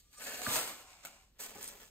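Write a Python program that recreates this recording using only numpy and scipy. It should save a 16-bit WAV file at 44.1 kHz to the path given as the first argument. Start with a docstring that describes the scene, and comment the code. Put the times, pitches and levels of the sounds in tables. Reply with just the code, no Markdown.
"""Cat litter scooped into a plastic bag

In a small room, litter slides down a steel scoop: its many tiny impacts rasp, hiss and excite the modes
of the steel. A clump knocks off the lip and thuds into a plastic bag, loose grains patter after it, and
the last ones rattle in the lifted scoop. Then a hand opens the bag, whose creases buckle and crackle."""
import sys
import numpy as np
from scipy import signal
from scipy.fft import rfft, irfft, next_fast_len
from scipy.io import wavfile
from scipy.ndimage import uniform_filter1d

SR = 44100
rng = np.random.default_rng(int(sys.argv[2]) if len(sys.argv) > 2 else 0)


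def int16_out(signal):
    """Quantize to a 16-bit WAV file."""
    q = np.round(np.clip(np.atleast_2d(signal).T, -1, 1) * 32767)
    wavfile.write(sys.argv[1], SR, q.astype(np.int16))


N = 83790
T = np.arange(N) / SR


def amp(db):
    """Amplitude ratio of a level in decibels."""
    return 10 ** (np.asarray(db) / 20)

def unit(x):
    """Normalisation to rms 1."""
    return x / np.sqrt(np.mean(x ** 2) + 1e-20)

def at_frequency(points, hz):
    """Interpolation on a logarithmic frequency axis."""
    f, value = np.transpose(points)
    return np.interp(np.log(hz + 1), np.log(f), value)

def envelope(table, column=1, fade_s=0.025):
    """Amplitude from a level curve, with exponential decay beyond its ends."""
    rows = np.array(table)
    outside = np.maximum(rows[0, 0] - T, 0) + np.maximum(T - rows[-1, 0], 0)
    return amp(np.interp(T, rows[:, 0], rows[:, column])) * np.exp(-outside / fade_s)

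def bursts(table, rise_s):
    """Superposed transient envelopes, each with a quick rise and an exponential decay."""
    out = np.zeros(N)
    for start, db, decay_s in table:
        age = np.maximum(T - start, 0)
        out += amp(db) * (1 - np.exp(-age / rise_s)) * np.exp(-age / decay_s)
    return out

def convolve(x, response):
    """Linear filtering: convolution with an impulse response."""
    return signal.fftconvolve(x, np.atleast_2d(response), axes=1)[:, :N]

def colour(x, spectrum, size=4096):
    """Minimum-phase filtering to a given spectral shape; the result has rms 1."""
    hz = abs(np.fft.fftfreq(size, 1 / SR))
    log_gain = np.log(amp(at_frequency(spectrum, hz)))
    response = np.fft.ifft(np.exp(np.conj(signal.hilbert(log_gain)))).real
    return unit(convolve(x, response[:size // 2]))

def white_noise():
    """Two uncorrelated channels of Gaussian noise."""
    return rng.standard_normal((2, N))

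def impacts(per_s, spread_db, kinds=32, size=256, decay_s=0.00069):
    """Shot noise: tiny impacts at random times and of uneven strength, each a short stereo burst."""
    strength = amp(spread_db * np.minimum(rng.exponential(1, N), 4))
    strength *= rng.random(N) < per_s / SR
    kind = rng.integers(0, kinds, N)
    clicks = rng.standard_normal((kinds, 2, size)) * np.exp(-T[:size] / decay_s)
    strength *= rng.choice([-1, 1], N)
    return unit(sum(convolve((strength * (kind == k))[None], unit(clicks[k])) for k in range(kinds)))

def resonate(x, modes):
    """Modal response: x drives a sum of damped sinusoids."""
    t = T[:SR // 2]
    response = sum(amp(db - 60 * t / t60) * np.sin(2 * np.pi * hz * t) for hz, db, t60 in modes)
    return convolve(x, response / np.linalg.norm(response))


# modes of the steel scoop (f/Hz, level/dB, T60/s)
SCOOP_MODES = [(394.4, -7.5, 0.35), (610.5, -4.5, 0.34), (1068, -5.5, 0.42), (1192, -4.5, .3),
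               (1630, -23, .12), (1725, -19, 0.14), (2870, -7, .1), (3020, -8.5, 0.2), (4300, -14, 0.13),
               (4260, -16, .1), (7210, -12, .12), (8500, -2, .1)]
def scoop_ring(force):
    """Resonance: contact forces excite the inharmonic modes of the steel."""
    return resonate(force, SCOOP_MODES)

# litter moving on the scoop (t/s, rasp level/dB, hiss level/dB, body level/dB)
SLIDE_LEVELS = [(0.0, -97, -61.5, -91), (0.02, -105, -72.5, -99), (0.102, -105, -77.5, -100),
                (0.144, -62, -57.5, -82), (0.156, -72, -64.5, -100), (0.182, -69, -61.5, -74),
                (0.212, -49, -48.5, -59), (0.252, -53, -45.5, -61.5), (0.268, -47, -46, -51.5),
                (0.326, -48, -46, -57.5), (0.342, -51, -47, -53), (0.362, -51.5, -47, -62.5),
                (0.412, -52.5, -46.5, -52), (0.455, -48.5, -41.5, -60.5)]
# spectra of the rasp, the hiss and the hollow body of the bowl (f/Hz, level/dB)
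RASP_SPECTRUM = [(300, -21), (950, -2), (1300, -1), (1650, 7), (2100, 0), (2800, 3.5), (3400, 0.5),
                 (9000, -28.5)]
HISS_SPECTRUM = [(800, -22.5), (2500, -3), (4300, 2), (5500, -4.5), (7000, -0.5), (9000, -1), (12000, -4),
                 (15500, -10.5)]
BODY_SPECTRUM = [(80, -28), (260, -9), (360, -9.5), (480, 0.5), (600, 2.5), (750, 1.5), (1000, -21.5),
                 (3000, -38.5)]
def slide():
    """Sliding friction: grains scrape down the tilting scoop in thousands of small collisions."""
    hits = impacts(per_s=4700, spread_db=2.5)
    rasp_gain = envelope(SLIDE_LEVELS)
    rasp = amp(1) * rasp_gain * colour(hits, RASP_SPECTRUM)
    hiss = amp(1.5) * envelope(SLIDE_LEVELS, column=2) * colour(hits, HISS_SPECTRUM)
    body = amp(3) * envelope(SLIDE_LEVELS, column=3) * colour(hits, BODY_SPECTRUM)
    return rasp + hiss + body + amp(-19.5) * scoop_ring(hits * rasp_gain)

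# partials of the squeaking steel (f/Hz, level/dB)
SQUEAK_PARTIALS = [(1195, 0.5), (2470, -10), (5640, 2), (6800, -2.5), (8280, 1.5), (8890, 2)]
# swell of the squeak (t/s, level/dB)
SQUEAK_LEVELS = [(.07, -76), (.125, -81), (.16, -68), (.185, -50), (.21, -69)]
def squeak(waver_hz=22):
    """Friction-induced vibration: creeping litter makes the steel sing in thin, wavering partials."""
    tone = np.zeros(N)
    for hz, db in SQUEAK_PARTIALS:
        waver = unit(uniform_filter1d(rng.standard_normal(N), size=200))
        tone += amp(db) * np.sin(2 * np.pi * np.cumsum(hz + waver_hz * waver) / SR)
    pair = np.array([tone, np.roll(tone, shift=300)])
    return envelope(SQUEAK_LEVELS) * unit(pair)

# grains jolted against the scoop (t/s, level/dB, decay time/s)
GRAIN_JOLTS = [(.134, -64, 0.0066), (.267, -38.5, 0.0095), (.342, -38, 0.0088), (.416, -33.5, .005),
               (1.035, -52, 0.013)]
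# last grains running in the lifted scoop (t/s, level/dB)
TRICKLE_LEVELS = [(.68, -47.5), (.76, -55.5), (.85, -61.5), (.92, -58), (.98, -63.5), (1.04, -62),
                  (1.09, -59), (1.16, -62.5), (1.23, -68), (1.29, -78.5)]
# spectrum of grains rattling on steel (f/Hz, level/dB)
RATTLE_SPECTRUM = [(100, -21.5), (400, -6.5), (780, 4.5), (1000, -3), (1400, 3), (1800, -5.5), (2250, 1.5),
                   (3200, -4.5), (5500, -3.5), (8000, -3.5), (15500, -17.5)]
def rattle():
    """Random impact excitation: grains jump and run about in the bowl of the scoop."""
    running = impacts(per_s=5200, spread_db=2.5) * envelope(TRICKLE_LEVELS)
    jumping = impacts(per_s=13000, spread_db=-3.5) * bursts(GRAIN_JOLTS, rise_s=0.00088)
    hits = running + jumping
    return amp(1) * hits.std() * colour(hits, RATTLE_SPECTRUM) + amp(-15.5) * scoop_ring(hits)

# blows of the clump (t/s, level/dB, f/Hz, rise time/s, relative level of the scoop's ring/dB)
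CLUMP_BLOWS = [(0.4613, -37, 1235, 0.0037, -6.5), (0.4665, -25, 1573, 0.00078, -19),
               (.470, -37.5, 230.5, 0.0073, -44), (.4725, -38.5, 640, 0.0033, -21),
               (0.48, -39, 111, 0.0056, -40), (.562, -59.5, 231.3, 0.021, -37),
               (.563, -40, 635.5, 0.01, -33)]
def clump():
    """Damped oscillation: a clump knocks over the lip of the scoop and thuds into the bag."""
    out = np.zeros((2, N))
    for start, db, hz, rise_s, ring_db in CLUMP_BLOWS:
        age = np.maximum(T - start, 0)
        pulse = amp(db) * age / rise_s * np.exp(1 - age / rise_s)
        phase = 2 * np.pi * hz * age
        blow = pulse * np.array([np.sin(phase), np.cos(phase)])
        out += blow + amp(ring_db) * scoop_ring(blow)
    return out

# litter pouring into the bag (t/s, patter level/dB, rush level/dB)
POUR_LEVELS = [(0.475, -44.5, -42.5), (0.519, -38, -39), (0.527, -43.5, -35.5), (0.567, -35, -34),
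               (0.665, -48.5, -47.5), (0.681, -46, -47), (0.771, -60, -61), (0.82, -60, -62)]
# spectra of the patter and the rush (f/Hz, level/dB)
PATTER_SPECTRUM = [(40, -28), (120, -15), (300, -4.5), (600, 0), (1300, 0.5), (2000, -1), (3000, -1.5),
                   (5000, -6), (10000, -22.5)]
RUSH_SPECTRUM = [(800, -16), (2200, -7.5), (4200, -1.5), (5600, -3.5), (7200, 0), (8800, 0.5),
                 (12000, -3.5), (15500, -9)]
def pour():
    """Granular flow: impacts merge into noise as litter rushes off the steel and patters on plastic."""
    hits = impacts(per_s=7000, spread_db=2.5)
    patter_gain = amp(-0.5) * envelope(POUR_LEVELS)
    patter = patter_gain * colour(hits, PATTER_SPECTRUM)
    rush = amp(3) * envelope(POUR_LEVELS, column=2) * colour(hits, RUSH_SPECTRUM)
    return patter + rush + amp(-13) * scoop_ring(hits * patter_gain)

# single creases snapping (t/s, level/dB, decay time/s)
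CREASE_SNAPS = [(.675, -40.5, 0.0029), (1.4035, -47, 0.0028), (1.422, -49, 0.0017), (1.46, -40.5, 0.0024),
                (1.6285, -31, 0.0013), (1.6415, -40.5, 0.0037), (1.6772, -37, 0.002), (1.686, -39, 0.0019)]
# spectrum of a snap (f/Hz, level/dB)
SNAP_SPECTRUM = [(500, -20), (2000, -20), (5000, -6.5), (7800, 1.5), (10000, 11), (14500, -17)]
def bag_snaps():
    """Snap-through buckling: single creases in the bag give way with brief, bright clicks."""
    return amp(4) * colour(white_noise(), SNAP_SPECTRUM) * bursts(CREASE_SNAPS, rise_s=0.00038)

# contacts of a tumbling lump (t/s, level/dB, decay time/s)
LUMP_CONTACTS = [(1.0495, -37, 0.0082), (1.0565, -43, 0.0033), (1.068, -48.5, 0.012)]
# spectrum of a clack (f/Hz, level/dB)
CLACK_SPECTRUM = [(80, -13), (220, -1), (400, -13), (800, -0.5), (1100, -18), (1400, 7.5), (1750, -13),
                  (2250, 0), (3200, -7.5), (5500, -13), (7000, -4.5), (15500, -11)]
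def lump():
    """Inelastic collision: a lump clacks against the lifted scoop and bounces twice, ever weaker."""
    clack = colour(white_noise(), CLACK_SPECTRUM) * bursts(LUMP_CONTACTS, rise_s=0.0005)
    return clack + amp(-19) * scoop_ring(clack)

# the hand working the bag (t/s, flap level/dB, crackle level/dB)
CRINKLE_LEVELS = [(1.384, -69, -82), (1.386, -81, -69), (1.394, -57, -52), (1.404, -55.5, -48),
                  (1.432, -54.5, -48), (1.542, -57.5, -63), (1.558, -59, -50), (1.566, -51, -73),
                  (1.576, -60, -56), (1.646, -55, -51), (1.67, -68, -52.5), (1.676, -58.5, -50),
                  (1.748, -60, -64.5), (1.786, -64.5, -62.5), (1.818, -53, -59.5), (1.886, -71.5, -64.5),
                  (1.9, -71, -83)]
# fingers crushing many creases at once (t/s, level/dB, decay time/s)
GRASPS = [(1.397, -41, 0.023), (1.416, -45, 0.032), (1.615, -47, 0.026)]
# spectra of the flap, the crunch and the crackle (f/Hz, level/dB)
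FLAP_SPECTRUM = [(50, -5), (140, -12), (220, 4.5), (320, -2), (550, 5), (1400, -1), (3000, -3), (8000, -15)]
CRUNCH_SPECTRUM = [(200, -14), (700, -1.5), (1500, -1), (3500, -4), (6000, -1), (8000, 9), (10000, 8),
                   (13500, 7), (15500, -1)]
CRACKLE_SPECTRUM = [(400, -14.5), (1500, -5), (3000, -4.5), (5500, -2), (8000, -1.5), (10000, -3.5),
                    (13000, -8), (15500, -6.5)]
def bag_crinkle():
    """Buckling of a thin sheet: creases crackle, densely when grasped, while the plastic flaps."""
    creases = impacts(per_s=2400, spread_db=3)
    flap = amp(-0.5) * envelope(CRINKLE_LEVELS) * colour(creases, FLAP_SPECTRUM)
    crunch = colour(impacts(per_s=9000, spread_db=6.5), CRUNCH_SPECTRUM) * bursts(GRASPS, rise_s=0.004)
    crackle_gain = amp(2) * envelope(CRINKLE_LEVELS, column=2, fade_s=0.0039)
    return flap + crunch + crackle_gain * colour(creases, CRACKLE_SPECTRUM)

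# the hand bumping the bag (t/s, level/dB, decay time/s)
HAND_BUMPS = [(1.412, -57, 0.017), (1.495, -58, 0.0074), (1.555, -44.5, 0.012), (1.583, -47, 0.0083),
              (1.748, -44.5, 0.0023)]
# modes of the open bag (f/Hz, level/dB, T60/s)
BAG_MODES = [(224, -4, 0.11), (410, 0.5, 0.12), (560, 0, 0.045), (783, 0.5, 0.072), (813, -5.5, 0.052),
             (1215, -1, 0.044)]
def bag_bumps():
    """Cavity resonance: the open bag sounds hollow when the hand bumps it."""
    return resonate(white_noise() * bursts(HAND_BUMPS, rise_s=0.0011), BAG_MODES)

def reflections(x, count=6, longest_s=0.012):
    """Interference: early echoes from the floor and the litter tray ripple the spectrum."""
    taps = np.zeros(SR // 10)
    taps[0] = 1
    delays = (rng.uniform(0.1, 1, count) * longest_s * SR).astype(int)
    taps[delays] += amp(-8.5) * rng.choice([-1, 1], count) / np.sqrt(count)
    return convolve(x, taps / np.linalg.norm(taps))

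# reverberation time of the room (f/Hz, T60/s)
ROOM_T60 = [(100, 0.84), (1000, 0.21), (5000, 0.31), (15000, 0.2)]
def reverberation(x, gap_s=0.004):
    """Diffuse field: a short tail decays exponentially, the bass lasting longest."""
    noise = rng.standard_normal((2, SR // 2)) * (T[:SR // 2] > gap_s)
    hz, t, bands = signal.stft(noise, SR, nperseg=256)
    decay = amp(-60 * t / at_frequency(ROOM_T60, hz)[:, None])
    tail = signal.istft(bands * decay, SR, nperseg=256)[1]
    return convolve(x, tail / np.linalg.norm(tail[0]))

# spectrum of the room's rumble and hiss (f/Hz, level/dB)
AMBIENT_SPECTRUM = [(6, -30), (22, -8.5), (45, -0.5), (80, -10.5), (150, -13.5), (300, -20.5),
                    (1000, -33.5), (4000, -29.5), (15000, -36)]
def scene():
    """Superposition: the sources and their reverberation add to the quiet noise of the room."""
    near = squeak() + clump() + lump() + bag_snaps() + bag_bumps()
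    near += sum(reflections(x) for x in (slide(), pour(), rattle(), bag_crinkle()))
    return near + amp(-11.5) * reverberation(near) + amp(-70.5) * colour(white_noise(), AMBIENT_SPECTRUM)

# relation between two microphone ports (f/Hz, coherence from 0 to 1, phase lead of the left/rad)
PORT_COHERENCE = [(20, .96, 0), (130, .92, .02), (300, .82, .03), (600, .82, .05), (1400, .68, .3),
                  (2100, .25, 1.3), (3000, .45, 1.9), (4500, .42, 2.1), (5600, .66, 3.1), (6300, .45, 1.5),
                  (7200, .96, .1), (7950, .98, 0), (8500, .78, -.9), (9400, .78, -2.3), (9800, .998, -3.14),
                  (10950, .998, -3.16), (11300, .92, -3.3), (12100, .6, -4.8), (12800, .98, -6.24),
                  (14300, .97, -6.4), (15200, .5, -7.7), (16000, .65, -9)]
# left channel relative to right (f/Hz, level/dB)
PORT_BALANCE = [(100, -.7), (600, .6), (1400, 2.2), (2800, 1), (4500, -1), (6000, -2), (7500, 0),
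                (15000, 0)]
def record(dry, cutoff_hz=15750):
    """Partial coherence: two spaced ports hear the field with unequal phase and level, band-limited."""
    size = next_fast_len(N + 4096)
    hz = np.fft.rfftfreq(size, 1 / SR)
    left, other = rfft(dry, size)
    port_hz, coherence, lead = np.transpose(PORT_COHERENCE)
    coherence = np.interp(hz, port_hz, coherence)
    right = coherence * left + np.sqrt(1 - coherence ** 2) * other
    # each side takes half of the phase lead and half of the balance
    skew = np.exp(0.5j * np.interp(hz, port_hz, lead)) * amp(at_frequency(PORT_BALANCE, hz) / 2)
    pair = irfft(np.array([left * skew, right / skew]), size)[:, :N]
    lowpass = signal.firwin(511, cutoff_hz, window=("kaiser", 9), fs=SR)
    return signal.oaconvolve(pair, lowpass[None], "same")


dry = scene()
out = record(dry)
int16_out(out)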